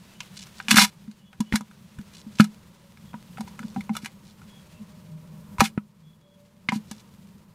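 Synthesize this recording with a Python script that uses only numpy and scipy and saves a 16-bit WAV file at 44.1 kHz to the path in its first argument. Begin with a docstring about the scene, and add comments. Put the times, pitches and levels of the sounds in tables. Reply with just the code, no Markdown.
"""Outdoors, in a plastic basin, a split bamboo stick prods a small snake around the bottom.
The bottom booms like a slack drum: decaying sine modes swell at each landing of stick or body.
The stick tip ticks in filtered noise bursts and skids in dense clicks; scales rustle in uneven catches.
Walls and bamboo ring as resonators over noise-made rumble, murmur and hiss.
Thin far tones, narrow bands of noise, come and go."""
import sys
import numpy as np
from scipy import signal
from scipy.fft import rfft, irfft, next_fast_len
from scipy.io import wavfile

SR = 44100
rng = np.random.default_rng(int(sys.argv[2]) if len(sys.argv) > 2 else 0)


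def wav_out(sig):
    """Save sig, one row per channel (or a flat mono array), as 16-bit PCM at SR to the path in sys.argv[1]."""
    wavfile.write(sys.argv[1], SR, np.round(np.clip(np.atleast_2d(sig).T, -1, 1) * 32767).astype(np.int16))


def nominal_scale(level):
    """Amplitude ratio for a level in decibels (scalar or array-like)."""
    x = np.asarray(level, float) / 20
    return 10 ** x


N = 332514

# Landings on the bottom, level before the mode gains: [t/s, level/dB, swell/ms]
LANDINGS = [(0.685, -28, 12), (0.713, -16.5, 13.6), (0.741, -15.5, 5.4), (0.768, -14, 16),
            (0.812, -21.5, 21), (1.077, -33.5, 11.5), (1.402, -17.5, 9.7), (1.523, -24.5, 1.7),
            (1.534, -17, 11.5), (1.605, -33.5, 9.6), (1.991, -34, 4.9), (2.264, -35.5, 7.2),
            (2.3978, -5, 4.06), (3.139, -35, 7), (3.394, -29.5, 16), (3.599, -34, 13), (3.634, -30, 19),
            (3.76, -24, 15), (3.776, -25.5, 10), (3.895, -22, 13.8), (4.032, -35.5, 4.6), (4.788, -39, 36),
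            (5.6169, -15, 2), (5.7762, -19, 1.5), (6.688, -27, 5), (6.724, -21.5, 10.8),
            (6.757, -24.5, 6.3), (6.912, -34.5, 3.3)]
# Landings after which the tip stays pressed down: [t/s]
HELD_LANDINGS = [1.403, 3.633, 5.776, 6.687, 6.722]
# Modes of the basin bottom: [f/Hz, level/dB]
BOTTOM_MODES = [(212.6, 4), (168, -8.5)]
# The whole basin jolts and pushes air, level before the pulse shape: [t/s, level/dB, length/s]
AIR_JOLTS = [(1.392, -39.5, 0.015), (1.529, -22, 0.015), (1.983, -30.5, 0.011), (5.592, -19, 0.012)]
FREE_T60_S, HELD_T60_S = 0.1, 0.042
DAMPED_T60_PER_GAP = 1.3   # a landing soon followed by another rings only about a gap long
BOTTOM_TAIL_DB, BOTTOM_TAIL_T60_S = -22, 0.32   # weaker, longer after-ring


def thumps():
    """The bottom swells while the weight comes down, then dies; held or crowded landings damp it."""
    out, t = np.zeros(N + SR), np.arange(SR // 2) / SR
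    chance = rng.standard_normal((len(LANDINGS), 3))
    gaps = np.diff([row[0] for row in LANDINGS], append=np.inf)
    for (s, db, swell_ms), gap, luck in zip(LANDINGS, gaps, chance):
        t60 = min(FREE_T60_S, DAMPED_T60_PER_GAP * gap)
        if np.isclose(s, HELD_LANDINGS, rtol=0, atol=.006).any():
            t60 = HELD_T60_S
        contact = max(swell_ms, 1) / 1000
        rise = np.sin(np.pi / 2 * np.minimum(t / contact, 1))
        after = np.maximum(t - contact, 0)
        ring = nominal_scale(-60 * after / max(t60, .01))
        tail = nominal_scale(BOTTOM_TAIL_DB - 60 * after / BOTTOM_TAIL_T60_S)
        swell = rise * nominal_scale(db) * (ring + tail)
        for k, (hz, mode_db) in enumerate(BOTTOM_MODES):
            # chance detunes both modes and varies the level of the second
            tone = -np.sin(2 * np.pi * hz * (1 + 0.012 * luck[k]) * t)
            out[round(s * SR):][:len(t)] += nominal_scale(mode_db + 3.0 * k * luck[2]) * swell * tone
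    out = band(out, 80, 3000)   # a small open bowl radiates no deep bass
    for s, db, length in AIR_JOLTS:
        turn = np.linspace(0, 2 * np.pi, round(length * SR))   # one push and pull of air
        out[round(s * SR):][:len(turn)] += nominal_scale(db) * np.sin(turn) * np.sin(turn / 2)
    return out[:N]


# Stick tip on plastic, levels before filtering and mixing: [t/s, knock level/dB, knock f/Hz, crack level/dB]
TOUCHES = [(0.204, -20, 2900, -32.5), (0.368, -53, 2060, -35.5), (0.468, -60, 2500, -40.5),
           (0.6, -20.5, 1650, -56), (0.683, -12.5, 2800, -50), (0.708, -34, 2500, -5),
           (0.712, -6, 2710, -3.5), (0.742, -12, 2070, -16), (0.758, -34, 3452, -8), (0.767, -3, 1600, -13),
           (0.783, 4.5, 1713, -11.5), (0.804, -16.5, 1688, -19.5), (0.818, -19, 4030, -18),
           (1.077, -48.5, 1633, -56), (1.113, -46, 4120, -51), (1.329, -32, 1574, -50),
           (1.404, -19.5, 1047, -23.5), (1.524, -14.5, 1900, -31.5), (1.537, -11, 890, -55),
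           (1.556, -18, 1900, -12.5), (1.608, -28, 1080, -37.5), (1.711, -40.5, 1510, -50),
           (1.986, -36.5, 1606, -42.5), (2.386, -25, 2800, -41.5), (2.398, -3.5, 1350, -30),
           (2.404, -12, 2300, -13), (2.442, -27.5, 1400, -24.5), (2.972, -42.5, 2230, -49),
           (3.132, -34, 1470, -56.5), (3.14, -24.5, 1010, -62), (3.372, -30, 1520, -44),
           (3.381, -20.5, 790, -41.5), (3.407, -20.5, 800, -29), (3.476, -35, 960, -59),
           (3.591, -25.5, 1490, -35), (3.629, -33, 1570, -64), (3.761, -21.5, 763, -47),
           (3.807, -33, 2030, -36), (3.893, -21.5, 926, -47), (3.952, -25, 1440, -32),
           (3.966, -20, 1380, -21), (4.046, -32, 2110, -30.5), (4.058, -22, 2070, -26.5),
           (4.416, -42, 1490, -52), (5.583, -22.5, 1062, -36), (5.598, -21.5, 2520, -42),
           (5.6047, 5.5, 1114, -8), (5.613, -7.5, 1050, -30), (5.655, -20.5, 2800, -38.5),
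           (5.776, -22, 1198, -48.5), (6.687, -9, 1895, -32), (6.691, -20, 3000, -36),
           (6.72, -13, 927, -32), (6.912, -30.5, 960, -26.5)]
CHATTER_RISE_S, CHATTER_T60_S = .002, 0.019   # the rise is a time constant
CHATTER_TAIL_DB, CHATTER_TAIL_T60_S = -20, 0.093   # fine rattle after the touch


def ticks():
    """Each touch is a click and dying chatter: a knock pitched by where it lands, a crack, a bamboo ring."""
    knock, crack, t = np.zeros(N + SR), np.zeros(N + SR), np.arange(SR // 5) / SR
    force = rng.standard_normal((len(TOUCHES), len(t)))
    click = np.arange(len(t)) == SR // 1000   # 1 ms into the touch
    decay = nominal_scale(-60 * t / CHATTER_T60_S) + nominal_scale(CHATTER_TAIL_DB - 60 * t / CHATTER_TAIL_T60_S)
    dying = decay * (1 - np.exp(-t / CHATTER_RISE_S))
    for (s, knock_db, knock_hz, crack_db), burst in zip(TOUCHES, force):
        chatter = dying * burst + nominal_scale(12.5) * click
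        pitched = band(chatter, knock_hz / 1.15, knock_hz * 1.15)
        broad = band(band(chatter, knock_hz / 2.9, 2.4 * knock_hz), knock_hz / 2.8, 3.0 * knock_hz)
        knock[round(s * SR):][:len(t)] += nominal_scale(knock_db) * (pitched + nominal_scale(-7) * broad)
        crack[round(s * SR):][:len(t)] += nominal_scale(crack_db) * (dying * burst + nominal_scale(8) * click)
    knock, crack = knock[:N], crack[:N]
    direct = nominal_scale(5.5) * knock + band(crack, 1100, 9200)
    return direct + nominal_scale(-2.65) * walls(knock) + nominal_scale(-10.5) * stick(crack)


# The tip skids on after a touch, level before mixing: [t/s, hold/s, level/dB]
SKIDS_AFTER_TOUCH = [(1.532, 0.035, -42.5), (2.399, 0.0037, -34.5), (2.441, 0.0053, -49.5),
                     (3.478, 0.0049, -56), (3.938, 0.051, -55.5), (4.023, 0.05, -56), (5.606, 0.0048, -30),
                     (5.643, 0.014, -33.5), (6.73, 0.033, -47)]
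# Load on the tip through the one long drag: [t/s, level/dB]
DRAG_LOAD = [(0.684, -37), (0.705, -33), (0.73, -26), (0.75, -39), (0.775, -13.5), (0.79, -19.5),
             (0.81, -21), (0.82, -19), (0.85, -24.5), (0.862, -40), (0.9, -56)]
# Relative spectrum of the slips, of tip and scales alike: [f/Hz, level/dB]
SLIP_SPECTRUM = [(500, -21), (1000, -6.5), (2200, -5), (4500, -2.5), (10000, -6), (15000, -14.5),
                 (16000, -38.5)]
SKID_RISE_DB_PER_S, SKID_FALL_DB_PER_S = 1460, 701.5


def skids():
    """The dragged tip slips so densely that its clicks fuse into noise, as loud as the load."""
    t = np.arange(N) / SR
    load = nominal_scale(in_time(DRAG_LOAD, -150)[0])
    for s, hold, db in SKIDS_AFTER_TOUCH:
        rise_db = SKID_RISE_DB_PER_S * np.maximum(s - t, 0)
        fall_db = SKID_FALL_DB_PER_S * np.maximum(t - s - hold, 0)
        load = load + nominal_scale(db - rise_db - fall_db)
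    return coloured(grains(9000, spread_db=-0.5), SLIP_SPECTRUM) * load * nominal_scale(1.5 * drift(180))


# The scales slide, swelling and fading, level before filtering and catches: [t/s, length/s, level/dB]
SCALE_SLIDES = [(0.356, 0.097, -46.5), (0.557, 0.086, -57), (2.132, 0.091, -52.5), (2.332, 0.097, -55.5),
                (3.537, 0.34, -63), (4.233, 0.1, -61), (6.857, 0.17, -59.5)]
SLIDE_ROUNDNESS = 0.59   # exponent of the half-sine swell
CATCHES_PER_S = 90   # central rate; it drifts


def rustles():
    """Light sliding of scales catches and lets go; each catch is sudden and dies away."""
    t = np.arange(N) / SR
    swell = 0
    for s, length, db in SCALE_SLIDES:
        arch = np.abs(np.sin(np.pi * np.clip((t - s) / length, 0, 1))) ** SLIDE_ROUNDNESS
        swell = swell + nominal_scale(db) * arch * (t < s + length)
    turns = np.cumsum(CATCHES_PER_S * nominal_scale(3 * drift(15))) / SR
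    catches = nominal_scale(4 - 20 * (turns % 1) + 3 * drift(30))
    slips = band(coloured(grains(3400, spread_db=2.5), SLIP_SPECTRUM), 3100, 8900)
    return nominal_scale(3) * slips * swell * catches


def sliding():
    """Slips of tip and scales are heard directly and through the ringing walls and stick."""
    slips = skids() + rustles()
    return nominal_scale(-0.5) * slips + nominal_scale(-5.0) * walls(slips) + nominal_scale(-13.5) * stick(slips)


# Modes of the split stick: [f/Hz, level/dB]
STICK_MODES = [(1660, 2.5), (2270, 0.5), (2880, 1.5), (3470, 1.5), (3990, 0), (4260, -7), (4660, -5.5),
               (5400, -3), (5920, -5), (6700, -9), (7780, -14), (9890, -12.5)]


def stick(force):
    """The split bamboo rings in many short modes, all with one decay."""
    t60_s = .02
    return resonate(force, [(hz, db, t60_s) for hz, db in STICK_MODES])


# Modes of wall and rim: [f/Hz, level/dB, t60/s]
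WALL_MODES = [(788, -7, .1), (972, -6, .045), (1290, -9, .025), (1450, -10, .02), (2130, -7, .02),
              (2440, -7, .02)]


def walls(force):
    """Wall and rim ring in a few modes, the lowest longest."""
    return resonate(force, WALL_MODES)


def resonate(force, modes):
    """A force rings two-pole modes; before the sway, white noise gives equal power at 0 dB."""
    sway_db = 3   # each mode's strength wanders by chance
    out = 0
    for hz, db, t60 in modes:
        r, w = nominal_scale(-60 / (t60 * SR)), 2 * np.pi * hz / SR
        gain = nominal_scale(db) * np.sqrt(1 - r * r) / 2
        drive = force * nominal_scale(sway_db * drift(25.0)) + 1e-18
        out = out + signal.lfilter([gain, 0, -gain], [1, -2 * r * np.cos(w), r * r], drive)
    return out


# Background levels before drift: [t/s, rumble level/dB, hiss level/dB]
BACKGROUND_LEVELS = [(0, -52.5, -57), (0.6, -52, -54.5), (1.25, -55.5, -66.5), (2.1, -52, -58.5),
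                     (2.85, -52.5, -62.5), (3.65, -46, -58), (4.15, -50.5, -63.5), (4.5, -51.5, -59),
                     (5.3, -49.5, -64.5), (5.55, -45, -64), (5.85, -57, -71), (6.6, -57, -68.5),
                     (6.85, -50.5, -62), (7.2, -51.5, -63.5), (7.53, -53, -69.5)]
# Relative spectra of rumble, murmur and hiss: [f/Hz, level/dB]
RUMBLE_SPECTRUM = [(20, -58), (35, -34), (65, -0.5), (110, 2), (158, 7), (205, 11.5), (270, -12),
                   (350, -31.5)]
MURMUR_SPECTRUM = [(250, 7.5), (450, 6.5), (600, 6), (710, -6), (960, 5.5), (1500, -6.5), (3000, -14.5),
                   (5000, -23.5)]
HISS_SPECTRUM = [(1500, -2), (3300, -2), (8000, -8.5), (14500, -16), (16000, -11)]
MURMUR_MEAN_DB, MURMUR_FOLLOWS_RUMBLE = -61.5, 0.93   # mean before drift; dB per dB


def around():
    """Rumble picked up by the bowl, a mid murmur tinted by the walls, a fine speckled hiss."""
    rumble_db, hiss_db = in_time(BACKGROUND_LEVELS)
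    murmur_db = MURMUR_MEAN_DB + MURMUR_FOLLOWS_RUMBLE * (rumble_db - rumble_db.mean())
    rumble = coloured(rng.standard_normal(N), RUMBLE_SPECTRUM) * nominal_scale(rumble_db + 2.0 * drift(9.8))
    murmur = coloured(rng.standard_normal(N), MURMUR_SPECTRUM) * nominal_scale(murmur_db + 0.89 * drift(3.1))
    specks = grains(150 * nominal_scale(6 * drift(5)), spread_db=4.0)   # random specks make the hiss uneven
    speckled = rng.standard_normal(N) + nominal_scale(8) * specks
    hiss = coloured(speckled, HISS_SPECTRUM) * nominal_scale(hiss_db + 1.8 * drift(20))
    return rumble + murmur + nominal_scale(-29.5) * walls(murmur) + hiss


# A far drone and whine, level before the swell: [t/s, length/s, f/Hz, level/dB]
FAR_HUMS = [(2.7, .25, 560, -67), (4.5, 1.15, 608, -64), (6.2, .48, 580, -64), (4.7, .9, 158, -46),
            (5.95, .35, 157, -54)]
# Hoarse far chirps, level before the swell: [t/s, length/s, f/Hz, level/dB]
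FAR_CHIRPS = [(.07, .1, 2650, -66), (.12, .07, 2950, -64), (1.18, .13, 2950, -69), (1.23, .1, 3350, -68),
              (1.45, .08, 2950, -63), (1.48, .05, 3350, -63), (3.05, .08, 3300, -66),
              (4.48, .14, 3320, -60), (4.7, .1, 2660, -66), (6.03, .13, 3370, -68), (6.21, .16, 3345, -69)]


def far_tones():
    """Noise in a narrow band wavers like a thin tone: a low drone, a whine and hoarse high chirps."""
    out = np.zeros(N)
    for rows, half_width_hz in ((FAR_HUMS, 6), (FAR_CHIRPS, 60)):
        for start, length, hz, db in rows:
            first, size = round(start * SR), round(length * SR)
            noise = rng.standard_normal(size + SR // 2)   # extra half second lets the filter settle
            tone = band(noise, hz - half_width_hz, hz + half_width_hz)[-size:]
            swell = np.sin(np.linspace(0, np.pi, size)) ** .4
            out[first:first + size] += swell * nominal_scale(db) * rms_one(tone)
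    return out


def rms_one(x):
    """Scale to rms 1."""
    return x / np.sqrt(np.mean(x ** 2) + 1e-20)


def in_time(rows, outside=None):
    """Columns of a curve table, one value a sample."""
    s, *columns = np.transpose(rows)
    return [np.interp(np.arange(N) / SR, s, c, outside, outside) for c in columns]


def drift(rate):
    """Slow chance of spread about 1: noise through two equal poles at rate Hz, one value per 40 samples."""
    r = np.exp(-80 * np.pi * rate / SR)
    noise = rng.standard_normal(N // 40 + 2002)
    slow = signal.lfilter([1], [1, -2 * r, r * r], noise)[2000:]
    return np.interp(np.arange(N) / 40, np.arange(len(slow)), rms_one(slow))


def coloured(x, spectrum):
    """Give a dense noise a spectrum; rms 1."""
    hz, db = np.transpose(spectrum)
    size = next_fast_len(N)
    bins_hz = np.arange(size // 2 + 1) * SR / size
    gain = nominal_scale(np.interp(np.log(bins_hz + 1), np.log(hz), db))
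    return rms_one(irfft(rfft(x, size) * gain, size)[:N])


def band(x, low_hz, high_hz):
    """Causal band-pass."""
    sos = signal.butter(2, [low_hz, min(high_hz, .45 * SR)], "band", fs=SR, output="sos")
    return signal.sosfilt(sos, x + 1e-18)


def grains(per_s, spread_db):
    """Random clicks of uneven size and either sign."""
    sizes = nominal_scale(spread_db * np.minimum(rng.exponential(1, N), 5)) * rng.choice([-1, 1], N)
    return sizes * (rng.random(N) < per_s / SR)


def scene():
    """Everything in one channel."""
    return (thumps() + ticks() + sliding() + around() + far_tones())[None]


def low_pass(x):
    """Removes everything above the highest recorded frequency."""
    return signal.sosfilt(signal.butter(12, 16120, fs=SR, output="sos"), x)


def record(dry):
    """The loudest peaks are flattened just under full scale, then the top is cut."""
    flattened = np.clip(dry, -.87, .87)
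    top_cut = signal.cheby2(12, 70, 16700, fs=SR, output="sos")   # 70 dB down from 16.7 kHz up
    mix = signal.sosfilt(top_cut, flattened)
    return low_pass(mix)


dry = scene()
out = record(dry)
wav_out(out)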